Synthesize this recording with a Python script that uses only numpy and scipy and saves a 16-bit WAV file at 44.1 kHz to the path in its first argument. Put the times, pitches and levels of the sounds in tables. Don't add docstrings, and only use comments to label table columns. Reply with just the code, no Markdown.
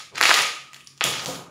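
import sys
import numpy as np
from scipy import signal
from scipy.fft import rfft, irfft
from scipy.io import wavfile
from scipy.ndimage import uniform_filter1d

SR = 44100
rng = np.random.default_rng(int(sys.argv[2]) if len(sys.argv) > 2 else 0)


def file_out(sig):
    cols = np.atleast_2d(sig).T
    lim = np.clip(cols, -1, 1)
    pcm = np.round(lim * 32767).astype(np.int16)
    wavfile.write(sys.argv[1], SR, pcm)


N = 66150

# (frequency [Hz], relative level [dB])
AIR_COLOUR = [(25, -25), (80, 11), (130, 3), (180, 12.5), (400, 3.5), (900, -23.5), (1150, 8.5), (1250, 7),
              (1400, -69.5), (5000, -17), (9000, -1.5), (13000, -56), (16000, -49.5)]
# (frequency [Hz], t60 [s])
ROOM_DECAY = [(100, 0.01), (400, 0.4258), (1000, 0.2428), (2500, 0.66), (5000, 0.4396), (8000, .5),
              (15000, 0.3755)]
# (frequency [Hz], relative level [dB])
REVERB_COLOUR = [(60, -29.5), (200, 7.5), (500, 4), (950, 3.5), (1500, -1.5), (2500, -1), (3800, 2),
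                 (5300, 3.5), (6200, -0.5), (7100, 4), (8100, -2.5), (10000, 10.5), (13500, 4.5),
                 (15200, 2)]
# (frequency [Hz], level [dB], t60 [s])
ROOM_MODES = [(136, -57, 0.295), (173, -38, 0.716), (274.4, -31, 0.484), (511.7, -26.5, 0.295),
              (730, -37.5, 0.477), (1240, -46, 1.69)]
# (frequency [Hz], relative level [dB])
SOLE_COLOUR = [(30, -16), (80, -10.5), (125, 8.5), (200, -1), (300, 1.5), (520, 3), (800, 0.5),
               (1500, -4.5), (4000, -83), (16000, -87.5)]
# (time [s], level [dB], rise [s], decay [s], tilt [dB/octave])
FOOT_THUDS = [(0.107, -44.5, 0.0398, 0.164, -0.5), (0.299, -31, 0.0934, 0.0765, 5.5),
              (1.039, -30, 0.0117, 0.0934, -0.5), (1.205, -38, 0.038, 0.08, 2),
              (1.251, -35, 0.023, 0.1424, 0)]
# (frequency [Hz], relative level [dB])
SNAP_COLOUR = [(100, -11), (700, -7.5), (2000, 3.5), (4500, 6.5), (7000, 13.5), (8200, 2.5), (10000, 0.5),
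               (13000, -8), (15500, -0.5)]
# (time [s], level [dB])
CRACKLE_ENVELOPE = [(0, -40.5), (.04, -85.5), (.08, -97.5), (.13, -69), (.155, -36), (.175, -30.5),
                    (.2, -44), (.26, -26.5), (.39, -24.5), (.45, -34), (.55, -47.5), (.71, -59.5),
                    (.76, -50), (.83, -81.5), (.88, -63.5), (.99, -61), (1.06, -32), (1.14, -35.5),
                    (1.2, -35), (1.25, -43.5), (1.36, -41.5), (1.42, -81), (1.5, -89.5)]
# (time [s], level [dB])
FIZZ_ENVELOPE = [(1.19, -69.5), (1.24, -37), (1.28, -42.5), (1.36, -51.5), (1.42, -82), (1.5, -100.5)]
# (time [s], level [dB], pitch [Hz], ring [ms])
CREASE_TICKS = [(.733, -17.5, 2750, 0.202), (0.7445, -18, 3600, 0.215), (0.761, -28.5, 1920, 0.99),
                (0.7641, -23.5, 2884, 0.304), (0.8068, -24.5, 2900, 0.5), (0.813, -32.5, 3190, 0.61),
                (.8455, -26, 9390, 0.442), (0.8726, -19.5, 5290, 0.324), (0.9771, -25, 5570, 0.13),
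                (0.982, -31, 3610, 0.285)]
# (time [s], level [dB], pitch [Hz], ring [ms], film ring [dB], snap [dB], reverb send [dB])
BUBBLE_POPS = [(.1783, -5.5, 2460, 0.224, -17.5, -19.5, 4), (0.1815, -5, 2115, 0.372, -23, -13.5, -1.5),
               (0.2076, -4.5, 1500, 0.445, -23.5, -28.5, -16.5), (0.2122, 11, 1920, 0.311, 1, -13.5, -3),
               (0.2278, -4, 2940, 0.407, 14, -23, 4.5), (0.2299, 0, 1750, 0.29, 8, -33, 2),
               (0.2367, 5, 2123, 0.287, -2.5, -8.5, -0.5), (0.2548, 7, 2483, 0.363, 0, -14, 2),
               (0.2937, 1, 1190, 0.44, 11.5, -8, 0), (0.3069, 6.5, 1836, 0.362, -11.5, -34.5, -4),
               (0.3126, 8, 1600, 0.441, -21, -27, -11), (0.3156, 1.5, 1356, .6, -35.5, -42, -10.5),
               (0.3418, 8.5, 3500, 0.209, -4, -9, -2.5), (0.3456, -7, 1963, 0.542, -3.5, -29.5, 12),
               (0.3667, -9, 2614, 0.356, -29.5, -1, 5.5), (0.3902, 1.5, 2610, .2, -8, -33.5, 3.5),
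               (0.4218, -2, 9180, 0.5, -16, -7, -12.5), (1.0097, 6.5, 2658, 0.1834, -27.5, -43, 4.5),
               (1.0152, 3.5, 1600, 0.19, -19, -55, -25.5), (1.0404, -1.5, 3315, 0.865, -38, 2.5, -0.5),
               (1.2596, -11.5, 6010, 0.26, 9.5, -6, 2)]

PRE_ROLL_S = .2
PRE_ROLL = round(PRE_ROLL_S * SR)
TIME = (np.arange(N + PRE_ROLL) - PRE_ROLL) / SR
EARLY_POP = (-PRE_ROLL_S, -6.5, 2403.5, 0.8, 19.5, 9, 0)


def amp(db):
    return 10 ** (np.asarray(db) / 20)


def unit(x):
    return x / np.sqrt(np.mean(x ** 2) + 1e-20)


def curve(points, hz):
    f, value = np.transpose(points)
    return np.interp(np.log(hz + 1), np.log(f + 1), value)


def fader(points):
    return amp(np.interp(TIME, *np.transpose(points)))


def add(mix, s, sound):
    part = mix[max(round(s * SR) + PRE_ROLL, 0):][:len(sound)]
    part += sound[:len(part)]


def noise(colour, size, tilt_db=0):
    hz = np.fft.rfftfreq(size, 1 / SR)
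    eq = amp(curve(colour, hz) + tilt_db * np.log2(hz + 1))
    return unit(irfft(rfft(rng.standard_normal(size)) * eq, size))


def narrow_noise(hz, width_hz, size):
    f = np.fft.rfftfreq(size, 1 / SR)
    phases = np.exp(2j * np.pi * rng.random(len(f)))
    return unit(irfft(phases / (1 + (2 * (f - hz) / width_hz) ** 2), size))


def scatter(grain, per_s, spread_db=3.5):
    hits = (rng.random(len(TIME)) < per_s / SR) * rng.choice([-1, 1], len(TIME))
    sizes = amp(spread_db * np.minimum(rng.exponential(1, len(TIME)), 4))
    return signal.oaconvolve(hits * sizes, grain)[:len(TIME)]


def room_tone(air_db=-62.5, hum_db=-62.5, hum_hz=137.7):
    waver = 1 + 0.546 * narrow_noise(hz=3.9, width_hz=9.2, size=len(TIME))
    hum = waver * np.sin(2 * np.pi * hum_hz * TIME)
    return amp(air_db) * noise(AIR_COLOUR, len(TIME)) + amp(hum_db) * hum


def reverb(x, tail_db=2, early_gain=0.657, build_s=0.0397, ring_db=-15, ring_t60_s=0.689):
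    t = np.arange(SR) / SR
    hz, frame_s, bands = signal.stft(rng.standard_normal(SR), SR, nperseg=256)
    bands *= amp(curve(REVERB_COLOUR, hz)[:, None] - 60 * frame_s / curve(ROOM_DECAY, hz)[:, None])
    build = np.minimum(early_gain + (1 - early_gain) * (t / build_s) ** 2, 1)
    tail = signal.istft(bands, SR, nperseg=256)[1][:SR] * build
    ring = narrow_noise(hz=1249.6, width_hz=84.8, size=SR) * amp(-60 * t / ring_t60_s) * build
    response = amp(tail_db) * tail / np.linalg.norm(tail) + amp(ring_db) * ring / np.linalg.norm(ring)
    return signal.fftconvolve(x, response)[:len(x)]


def foot(heel_s=1.262, heel_rise_s=.035):
    out, t = np.zeros(len(TIME)), np.arange(SR // 2) / SR
    for s, db, rise, decay, tilt_db in FOOT_THUDS:
        envelope = np.minimum(t / rise, 1) * np.exp(-np.maximum(t - rise, 0) / decay)
        add(out, s, amp(db) * envelope * noise(SOLE_COLOUR, len(t), tilt_db))
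    for hz, db, t60 in ROOM_MODES:
        envelope = np.minimum(t / heel_rise_s, 1) * amp(db - 60 * t / t60)
        add(out, heel_s, envelope * np.sin(2 * np.pi * (hz * t + rng.random())))
    return out


def radiate(wave, low_cut_hz=631.6):
    return signal.lfilter(*signal.butter(2, low_cut_hz, "high", fs=SR), wave)


def puff(hz, ring_ms, rise_ms=0.0785):
    ms = np.arange(512) / SR * 1000
    envelope = np.exp(-ms / ring_ms) * (1 - np.exp(-ms / rise_ms))
    return envelope * np.sin(2 * np.pi * hz * ms / 1000)


def snap(tilt_db=0, smear_ms=0.375):
    hz = np.fft.rfftfreq(512, 1 / SR)
    delay_s = smear_ms / 1000 * (1 - np.sqrt(hz / hz[-1]))
    phase = 2 * np.pi * np.cumsum(delay_s) * hz[1]
    eq = amp(curve(SNAP_COLOUR, hz) + tilt_db * np.log2(hz + 1))
    wave = irfft(eq * np.exp(-1j * phase))
    wave *= np.linspace(1, 0, len(wave)) ** 2
    return wave / abs(wave).max()


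def crackle(snaps_per_s=1500, low_hz=1500, high_hz=6480, pitches=24):
    grains = [radiate(puff(hz, ring_ms=0.252)) for hz in np.geomspace(low_hz, high_hz, pitches)]
    snaps = sum(scatter(grain, snaps_per_s / pitches) for grain in grains)
    fizz = scatter(snap(tilt_db=4), per_s=990)
    return unit(snaps) * fader(CRACKLE_ENVELOPE) + unit(fizz) * fader(FIZZ_ENVELOPE)


def burst(db, hz, ring_ms, film_db, snap_db, high_cut_hz=6750):
    body = puff(hz, ring_ms) + amp(film_db) * puff(hz=4037, ring_ms=0.1309)
    rounded = signal.lfilter(*signal.butter(2, high_cut_hz, fs=SR), body)
    return amp(db) * radiate(rounded + amp(snap_db) * snap())


def crease_tick(db, hz, ring_ms, slip_db=-4, slip_decay_ms=3.7):
    click = burst(db, hz, ring_ms, film_db=-9.5, snap_db=-10.5)
    ms = np.arange(1500) / SR * 1000
    slips = rng.standard_normal(len(ms)) * np.exp(-ms / slip_decay_ms)
    return np.convolve(click, (ms == 0) + amp(slip_db) * slips / np.linalg.norm(slips))


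def pops_and_ticks(tick_send_db=-1):
    direct, send = np.zeros((2, len(TIME)))
    hits = [(s, burst(*shape), send_db) for s, *shape, send_db in BUBBLE_POPS + [EARLY_POP]]
    hits += [(s, crease_tick(*shape), tick_send_db) for s, *shape in CREASE_TICKS]
    for s, sound, send_db in hits:
        add(direct, s, sound)
        add(send, s, sound * amp(send_db))
    return direct, send


def scene(crackle_send_db=-1):
    pops, pop_send = pops_and_ticks()
    film = crackle()
    reflections = reverb(pop_send) + amp(crackle_send_db) * reverb(film)
    mix = pops + film + reflections + foot() + room_tone()
    return mix[None, PRE_ROLL:]


def suppress_noise(x, split_hz=1600, threshold_db=-50, knee_db=4, cut_db=-10):
    treble = signal.filtfilt(*signal.butter(2, split_hz, "high", fs=SR), x)
    level_db = 10 * np.log10(abs(uniform_filter1d(treble ** 2, size=900)) + 1e-12)
    closed = .5 + .5 * np.tanh((threshold_db - level_db) / knee_db / 2)
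    return x + treble * (amp(cut_db * closed) - 1)


def record(dry, dip_s=1.2558, dip_half_s=.0025, dip_db=-14, ceiling=.97, high_cut_hz=15700):
    dip = amp(dip_db * np.exp(-((TIME[PRE_ROLL:] - dip_s) / dip_half_s) ** 4))
    clipped = np.clip(suppress_noise(dry) * dip, -ceiling, ceiling)
    high_cut = signal.firwin(401, high_cut_hz, window=("kaiser", 8), fs=SR)
    return signal.oaconvolve(clipped, high_cut[None], "same")


dry = scene()
out = record(dry)
file_out(out)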